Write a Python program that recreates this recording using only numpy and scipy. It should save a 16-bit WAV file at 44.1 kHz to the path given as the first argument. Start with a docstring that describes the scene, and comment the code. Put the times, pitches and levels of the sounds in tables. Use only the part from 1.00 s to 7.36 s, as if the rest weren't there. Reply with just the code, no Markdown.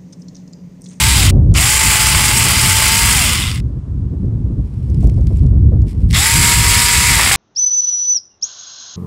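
"""A hand-held battery chainsaw runs in three bursts, close to a phone's microphone in a windy garden.
Its links hit the sprocket in a whine that follows the motor; the chain rattles in its bar and plastic guard.
Cutters knock in the wood and snags drag the speed down: noise bursts timed by the passing links.
Filtered noise makes the wind on the microphone and the leaves; twigs tick in the pause."""
import sys
import numpy as np
from scipy import signal
from scipy.fft import rfft, irfft
from scipy.io import wavfile
from scipy.ndimage import uniform_filter1d, minimum_filter1d

SR = 44100
rng = np.random.default_rng(int(sys.argv[2]) if len(sys.argv) > 2 else 0)


def materialize(psi):
    """Save the field psi as 16-bit PCM at rate SR to the path in sys.argv[1].

    A 1-D psi becomes a single channel; in a 2-D psi each row is a channel.
    """
    bounded = np.clip(np.atleast_2d(psi).T, -1, 1)
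    quanta = np.round(bounded * 32767).astype(np.int16)
    wavfile.write(sys.argv[1], SR, quanta)


N = 280476
TIME = np.arange(N) / SR  # s


def undb(db):
    """Decibels to gain."""
    return np.exp(np.asarray(db) * (np.log(10) / 20))


def unit(x):
    """Scale to rms 1."""
    return x / np.sqrt(np.mean(x ** 2) + 1e-18)


def curves(table):
    """Columns of a table, joined by straight lines in time."""
    s, *columns = np.transpose(table)
    return [np.interp(TIME, s, column) for column in columns]


def noise():
    """White noise."""
    return rng.standard_normal(N)


def colour(x, points):
    """Causal minimum-phase filter with the given (Hz, dB) response, made by folding its cepstrum."""
    size = 4096
    hz, db = np.transpose(points)
    bins = np.maximum(np.fft.rfftfreq(size, 1 / SR), 1)
    response_db = np.interp(np.log(bins), np.log(hz), db)
    cepstrum = irfft(np.log(undb(response_db)))
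    cepstrum[1:size // 2] *= 2
    cepstrum[size // 2 + 1:] = 0
    impulse = irfft(np.exp(rfft(cepstrum)))
    return signal.fftconvolve(x, impulse)[:len(x)]


def ring(x, hz, width_hz):
    """One resonance, gain 1 at its centre."""
    return signal.lfilter(*signal.iirpeak(min(hz, SR / 3), hz / width_hz, fs=SR), x)


def walk(rate):
    """Random wander with rms 1: `rate` random points a second, joined by straight lines."""
    k = int(SR / rate)
    points = rng.standard_normal(N // k + 2)
    ramp = np.arange(k) / k
    lines = points[:-1, None] + np.diff(points)[:, None] * ramp
    return unit(lines.ravel()[:N])


def steady(x, seconds):
    """Hold the short-term rms at 1."""
    return x / np.sqrt(np.abs(uniform_filter1d(x ** 2, int(seconds * SR))) + 1e-12)


def swell(s, length):
    """A smooth rise and fall around a moment."""
    return np.exp(-np.minimum(((TIME - s) / length) ** 2, 20))


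def puff(s, length):
    """A quick rise and a slower fall."""
    age = np.clip((TIME - s) / length, 0, 20)
    return (1 - np.exp(-age / 0.16)) * np.exp(-age)


def clicks(table, decay_s, width_hz, gain_db):
    """Short cracks: decaying noise, each through a broad double resonance of its own."""
    out, t = np.zeros(N), TIME[:SR // 32]
    for s, db, hz in table:
        burst = rng.standard_normal(len(t)) * np.exp(-t / decay_s)
        crack = ring(ring(burst, hz, width_hz), hz, width_hz)
        start = int(s * SR)
        out[start:start + len(t)] += crack / np.abs(crack).max() * undb(db + gain_db)
    return out


def garden():
    """Dense tiny crackles of dry leaves and grass brushed in passing, over faint open air."""
    # moments of brushing: (time [s], half length [s], level [dB])
    rustles = [(4.052, 0.46, -60.5), (4.035, 0.034, -59), (4.38, 0.072, -60.5), (4.9, 0.027, -48),
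               (5.02, 0.1, -59.5), (5.123, 0.021, -35.5)]
    # spectrum of the leaves, before their papery rings: (frequency [Hz], level [dB per Hz])
    leaf_spectrum = [(1180, -27.5), (2000, 3.5), (3990, -3), (4420, -2), (5360, -2.5), (6240, -9),
                     (8310, -5), (11500, -9.5), (15000, -19.5)]
    # spectrum of the open air: (frequency [Hz], level [dB per Hz])
    air_spectrum = [(200, 0), (1000, 0), (2000, -14), (5000, -19.5), (10000, -24), (15000, -55.5)]
    brushing = sum(undb(db) * swell(s, length) for s, length, db in rustles)
    # about 1100 crackles a second, of very uneven strength
    grains = (rng.random(N) < 1100 / SR) * noise() * undb(2.8 * rng.exponential(size=N))
    leaves = steady(colour(unit(grains) + 0.5 * noise(), leaf_spectrum), 0.11)
    # each leaf cracks with a papery ring
    leaves = leaves + 0.43 * ring(leaves, 5500, 500) + 0.5 * ring(leaves, 8800, 1800)
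    air = unit(colour(noise(), air_spectrum)) * undb(-53.5)
    return leaves * brushing * undb(1.0) + air


def wind():
    """Eddies thump the microphone port and flutter round it; rough puffs break on it at listed moments."""
    # wind on the microphone: (time [s], strength [dB])
    strength_points = [(0.0, -13.5), (0.51, -9.5), (0.8, -20), (0.94, -17), (2.78, -19), (2.85, -28),
                       (2.91, -19), (3.63, -13.5), (3.68, -26), (4.07, -6), (4.13, -12.5), (4.64, -8),
                       (4.84, -9), (4.94, -23), (4.99, -13.5), (5.14, -8.5), (5.28, -27), (5.37, -13),
                       (5.54, -17.5), (5.58, -10), (5.93, -25), (5.97, -18.5), (6.22, -19), (6.36, -25)]
    # spectra of the thumps, the flutter and the rough puffs: (frequency [Hz], level [dB per Hz])
    buffet_spectrum = [(12, -48.5), (20, -26), (47, -2.5), (69, -3), (116, -4.5), (230, -23), (400, -35),
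                       (520, -63), (880, -120)]
    flutter_spectrum = [(110, -18.5), (180, 5.5), (300, -1.5), (500, -16.5), (800, -34.5), (1500, -47.5),
                        (3000, -72)]
    puff_spectrum = [(150, -15.5), (350, 1), (520, 1), (900, -16.5), (1500, -34), (3000, -52.5)]
    # puffs that break on the microphone: (time [s], length [s], strength [dB])
    breaking = [(0.162, .1, -20), (0.313, 0.068, -18.5), (0.363, 0.035, -22), (0.461, 0.019, -25),
                (0.504, 0.06, -23), (3.12, 0.016, -29), (3.27, 0.11, -34), (3.45, .04, -33),
                (4.027, 0.026, -15), (4.064, 0.024, -23), (4.175, 0.028, -20), (4.301, 0.02, -19),
                (4.429, .02, -22), (4.522, .025, -24), (4.562, .025, -28), (4.718, 0.031, -17.5),
                (4.839, 0.0084, -22), (4.98, 0.054, -36), (5.634, 0.053, -24)]
    breeze_db = -17.5  # divides lulls from gusts
    wind_db, = curves(strength_points)
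    lull_db, gust_db = np.minimum(wind_db - breeze_db, 0), np.maximum(wind_db - breeze_db, 0)

    highpass = signal.butter(2, 36, "high", fs=SR, output="sos")
    eddies = signal.sosfilt(highpass, colour(noise(), buffet_spectrum))
    buffet_db = wind_db + 0.3 + 0.033 * gust_db + 1.9 * walk(18)
    buffet = steady(eddies + 0.66 * ring(eddies, 61, 7.6), 0.08) * undb(buffet_db)

    # the flutter follows the wind closely in lulls, weakly in gusts, and flickers
    flutter_db = -33 + 0.9 * lull_db + 0.2 * gust_db + 3.5 * walk(45)
    puff_strength = sum(undb(db) * puff(s, length) for s, length, db in breaking)
    flutter = unit(colour(noise(), flutter_spectrum)) * (undb(flutter_db) + 0.65 * puff_strength)
    puffs = unit(colour(noise(), puff_spectrum)) * puff_strength * undb(-9.0)
    return buffet + flutter + puffs


def twigs():
    """Twigs tick: very short cracks with a broad resonance."""
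    # (time [s], peak level before the gain [dB], centre [Hz])
    ticks = [(3.256, -46.5, 3190), (3.9005, -34.5, 5010), (3.9454, -36.5, 4500), (4.0085, -36, 6500),
             (4.021, -38, 3500), (4.028, -33, 6500), (4.042, -35, 7000), (4.0721, -28, 6960),
             (4.097, -30, 4200), (4.1419, -38, 5520), (4.21, -39, 5110), (4.2702, -27.5, 3700),
             (4.3718, -33, 7500), (4.395, -38, 4000), (4.4653, -36, 5000), (4.819, -37, 4950),
             (4.8803, -42, 5260), (4.895, -37, 3560)]
    return clicks(ticks, decay_s=0.0015, width_hz=5500, gain_db=-1)


def clacks():
    """The trigger clicks and the chain snaps taut or slack, as short cracks."""
    # (time [s], peak level before the gain [dB], centre [Hz])
    snaps = [(0.5177, -37, 4040), (0.5402, -11, 7400), (2.5486, -16, 9440), (2.572, -26, 8510),
             (5.1048, -18.5, 4250), (5.1287, -10.5, 7000)]
    return clicks(snaps, decay_s=0.0016, width_hz=2700, gain_db=-3.5)


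def squeaks(length_s, glide, gain_db):
    """The slack chain squeaks in its groove: short rough tones that sag in pitch as the link slides."""
    # (time [s], level before the gain [dB], pitch before glide and roughness [Hz])
    slips = [(0.279, -9, 3170), (0.563, -16, 3090), (0.5757, -9, 2800), (2.4228, -12.5, 3600),
             (2.4708, -17, 3650), (5.1398, -14, 3590), (5.172, -16, 3230)]
    out, t = np.zeros(N), TIME[:SR // 10]
    envelope = t / length_s * np.exp(1 - t / length_s)
    for s, db, hz in slips:
        pitch = hz * (1 - glide * (t / length_s - 1) + 0.072 * walk(1000)[:len(t)])
        tone = np.sin(2 * np.pi * np.cumsum(pitch) / SR)
        start = int(s * SR)
        out[start:start + len(t)] += undb(db + gain_db) * envelope * tone
    return out


def bites():
    """The hardest bites into the trunk: short knocks, each with its own resonance."""
    # (time [s], peak level before the gain [dB], centre [Hz])
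    hard_bites = [(6.196, -2, 1160), (6.26, -5, 2140), (6.28, -13, 2190), (6.312, 3, 1910)]
    return clicks(hard_bites, decay_s=0.0015, width_hz=1100, gain_db=-1)


def motor(pressed, released, load):
    """Link rate [Hz]: the motor spins up, sags under load a little late, and coasts down once let go."""
    free_hz, sag = 969, 0.21  # rate running free, share of it lost at full load
    inertia_s = 0.056  # time the motor takes to follow
    # drag slows the chain exponentially, dry friction pulls it on towards a rate this far below zero
    coast_s, friction_hz = 0.65, 744
    keep = np.exp(-1 / (inertia_s * SR))
    felt = load[0] + signal.lfilter([1 - keep], [1, -keep], load - load[0])
    spin_up = 1 - np.exp(-np.maximum(TIME - pressed, 0) / inertia_s)
    driven = free_hz * (1 - sag * felt) * spin_up
    rate_at_release = np.interp(released, TIME, driven)
    coasting = (rate_at_release + friction_hz) * np.exp(-(TIME - released) / coast_s) - friction_hz
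    return np.maximum(np.where(TIME < released, driven, coasting), 50)


def knocks(turns, scatter_db, jitter, decay_s):
    """A burst of chatter at each whole turn, each with its own force and a little off beat."""
    at = np.flatnonzero(np.diff(np.floor(turns)))
    chance = rng.standard_normal((N // 32, 2))[:len(at)]
    late = jitter * chance[:, 1] / np.gradient(turns)[at]  # samples
    force = np.zeros(N)
    force[np.clip(at + late.astype(int), 0, N - 1)] = undb(scatter_db * chance[:, 0])
    energy = signal.lfilter([1], [1, -np.exp(-2 / (decay_s * SR))], force ** 2)
    return steady(np.sqrt(energy + 1e-12) * noise(), 0.12)


def jingle(drive, count, low_hz, high_hz, width_hz, swing_db):
    """Many narrow rings of links and rivets, each coming and going as the chain runs round."""
    pitches = low_hz * (high_hz / low_hz) ** ((np.arange(count) + rng.random(count)) / count)
    return unit(sum(ring(drive, hz, width_hz) * np.sqrt(hz) * undb(swing_db * walk(18)) for hz in pitches))


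def rattle(links, slack, body, treble_db):
    """Every second link carries a cutter that slaps the bar, over the scrape of the groove."""
    # narrow rings of the guard and bar: (centre [Hz], width [Hz], level over the body [dB])
    guard_rings = [(2010, 42, -7.5), (4960, 200, -16), (7500, 500, -26.5), (9350, 250, -16)]
    # freer rings of the bar under a slow, slack chain: (centre [Hz], width [Hz], level over the body [dB])
    slack_rings = [(1080, 190, -1), (2100, 110, 0.5), (2860, 300, -4.5), (3584, 370, 6), (5300, 180, -4.5),
                   (9400, 310, -5)]
    scrape = (0.48 + 0.85 * slack) * noise()
    slaps = knocks(links / 2, scatter_db=2.0, jitter=0.083, decay_s=0.0027) + scrape
    steel = jingle(slaps, count=30, low_hz=1139, high_hz=11140, width_hz=68, swing_db=5.0)
    chain = colour(slaps + undb(-14) * steel, body)
    chain = chain + sum(undb(db) * ring(chain, hz, width) for hz, width, db in guard_rings)
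    chain = chain + slack * sum(undb(db) * ring(chain, hz, width) for hz, width, db in slack_rings)
    # the chain whips about in its groove, so body and treble flicker on their own
    dull = signal.sosfiltfilt(signal.butter(3, 6200, fs=SR, output="sos"), chain)
    treble_share = np.clip(undb(treble_db) ** 2, 0, 0.9)  # of the power
    low = np.sqrt(1 - treble_share) * steady(dull, 0.1) * undb(0.5 * walk(90))
    high = np.sqrt(treble_share) * steady(chain - dull, 0.22) * undb(1.0 * walk(110))
    return steady(low + high, 0.28) * undb(0.25 * walk(70))


def cutter_chips(links, load, drag):
    """Cutters knock in the wood: only about one in three takes a chip; a snag tears out bigger ones."""
    # knock of a cutter in wood: (frequency [Hz], level [dB per Hz])
    wood_spectrum = [(250, -14), (600, -10), (1150, -1.5), (1600, -8.5), (2150, 2), (3000, -8.5),
                     (6000, -18.5), (15000, -29)]
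    chops = knocks(links / (2 * 3), scatter_db=5, jitter=0.3, decay_s=0.0026)
    return (load ** 1.5 + 4.0 * drag) * steady(colour(chops, wood_spectrum), 0.088)


def sprocket_whine(links, load, slack):
    """Links mesh with the seven-tooth sprocket: sines at multiples of the link rate, sevenths from its turn."""
    # (multiple of the link rate [ratio], level before the meshing gain [dB])
    partials = [(3 / 7, -15), (1 / 2, -17), (0.99, 0), (9 / 7, -18.5), (7 / 4, -8.5), (1.8, -8.5),
                (15 / 7, -19.5), (16 / 7, -4.5), (4.4, -10), (9 / 2, -10)]
    tones = sum(undb(db + 1.1 * walk(90)) * np.sin(2 * np.pi * k * links) for k, db in partials)
    # wood and a slack chain both make the meshing of the links softer and uneven
    uneven_db = (3.0 * load + 5.1 * slack) * walk(40)
    return tones * undb(-12.0 - 3.5 * load - 25 * slack + uneven_db)


def saw(burst, body):
    """One burst: chain rattle, cutters in the wood and the sprocket's whine, all timed by the link rate."""
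    # how hard the cutters press into wood: (time [s], load [0-1])
    load_points = [(0, 0.43), (0.07, 0.11), (0.6, 0.36), (0.85, 0.37), (0.93, 0.55), (1.01, 0.38),
                   (1.27, 0.41), (1.36, 0.16), (1.46, 0.45), (1.56, 0.35), (1.66, 0.45), (1.75, 0.26),
                   (1.83, 0.53), (1.92, 0.2), (2.1, 0.07), (5.4, 0.06), (6.05, 0), (6.14, 0.35),
                   (6.23, 0.93), (6.36, 0.87)]
    # rattle, chips and whine swell and dip as the saw is moved about: (time [s], level [dB])
    sway = [(0.05, 4.4), (0.65, 0.6), (0.8, 0.6), (0.9, 1.6), (1.3, 0.5), (1.55, 0.4), (1.65, 1),
            (2.25, 1.15), (2.6, 1), (5.2, 0), (5.36, 0), (5.47, 2), (5.6, -1.8), (5.7, 1), (6.0, 0.1),
            (6.17, 0.4), (6.33, 0)]
    # teeth snagging in the branch: (time [s], half length [s], speed lost [share])
    snags = [(1.148, 0.012, 0.06), (1.203, 0.0098, 0.057), (1.257, .011, 0.067), (1.317, 0.015, .06),
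             (1.464, .013, .07), (1.512, 0.015, 0.095), (1.689, 0.0088, 0.049)]
    # bands that flare up: (time [s], half length [s], centre [Hz], width [Hz], level over the rattle [dB])
    flares = [(0.17, 0.16, 3900, 550, 1), (0.74, 0.17, 7200, 800, -5), (2.33, 0.15, 2050, 110, -9),
              (2.42, 0.096, 3030, 219, -10), (5.166, 0.03, 3500, 300, -8), (5.383, 0.24, 7650, 494, -10),
              (6.106, 0.07, 2140, 446, -5)]
    knee_hz, growth = 615, 1.38  # loudness grows as a power of the speed and levels off above the knee
    take_up_s, attack_s = 0.0225, 0.018  # the chain moves this long after the trigger, then builds up
    pressed, released, stop, level_db = burst

    load = np.clip(curves(load_points)[0], 0, 1)
    link_hz = motor(pressed, released, load)
    loudness = undb(level_db + curves(sway)[0]) * np.tanh(link_hz / knee_hz) ** growth
    slack = np.clip(1 - link_hz / 900, 0, 1)
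    drag = sum(loss * swell(s, length) for s, length, loss in snags)
    wobble = (0.0016 + 0.012 * load + 0.03 * slack) * walk(70)
    link_hz = link_hz * (1 - drag) * (1 + wobble)
    links = np.cumsum(link_hz) / SR  # links passed so far

    # tight and loose stretches of the chain come round once a lap of 56 links
    lap = sum(np.sin(2 * np.pi * (k * links / 56 + rng.random())) for k in range(1, 4))
    moving_s = np.maximum(TIME - pressed - take_up_s, 0)
    # duller as the chain slows, and in the first moments of a burst
    treble_db = -3.0 - 7.5 * slack ** 2 - 10 * np.exp(-moving_s / 0.018)
    judder_db = 1.1 * load * walk(90)  # the chain judders in the cut
    chain = rattle(links, slack, body, treble_db) * undb(0.14 * lap + judder_db)
    chain = chain + sum(undb(db) * swell(s, length) * ring(chain, hz, width)
                        for s, length, hz, width, db in flares)
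    chips = cutter_chips(links, load, drag)
    whine = sprocket_whine(links, load, slack)
    build_up = np.minimum(moving_s / attack_s, 1) ** 0.645
    running = build_up * np.clip((stop - TIME) / 0.0083 + 1, 0, 1)
    return (chain + undb(-2.0) * chips + whine) * loudness * running


def scene():
    """Two bursts on the branch, one at the trunk, all in the wind."""
    # pulls of the trigger: (pressed [s], released [s], start of the final fade [s], level [dB])
    bursts = [(-0.5, 0.143, 0.302, -15), (0.5195, 2.12, 2.6, -11.5), (5.105, 6.5, 7.0, -10.5)]
    # bar, chain and guard heard from above (on the branch): (frequency [Hz], level [dB per Hz])
    body_above = [(300, -23.5), (580, -16.5), (1100, -7), (1800, -9), (2100, -3), (3100, -4), (3800, -10),
                  (4950, -5), (6100, -10), (7700, -2.5), (10300, -7.5), (12000, -12), (15500, -16.5)]
    # the same heard from the side (at the trunk): (frequency [Hz], level [dB per Hz])
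    body_side = [(300, -16), (580, -17.5), (1100, -4.5), (1600, -6), (2100, 1), (2900, -3.5), (4300, -5),
                 (4950, -2), (6100, -9), (7600, -1), (8900, -5.5), (11300, -8.5), (12300, -13),
                 (15500, -17.5)]
    bodies = [body_above, body_above, body_side]
    surroundings = garden() + wind() + twigs()
    cutting = sum(saw(burst, body) for burst, body in zip(bursts, bodies))
    slipping = squeaks(length_s=0.0054, glide=0.022, gain_db=-5.0)
    return (surroundings + clacks() + slipping + bites() + cutting)[None]


def record(dry):
    """The phone's limiter turns peaks down to full scale, then a steep low-pass cuts the top."""
    size = 200  # samples over which the limiter looks and smooths
    headroom = np.minimum(1, 1 / (np.abs(dry) + 1e-9))
    gain = uniform_filter1d(minimum_filter1d(headroom, size), size)
    lowpass = signal.ellip(12, 0.1, 80, 15720, fs=SR, output="sos")
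    return signal.sosfilt(lowpass, dry * gain)


dry = scene()
out = record(dry)
materialize(out)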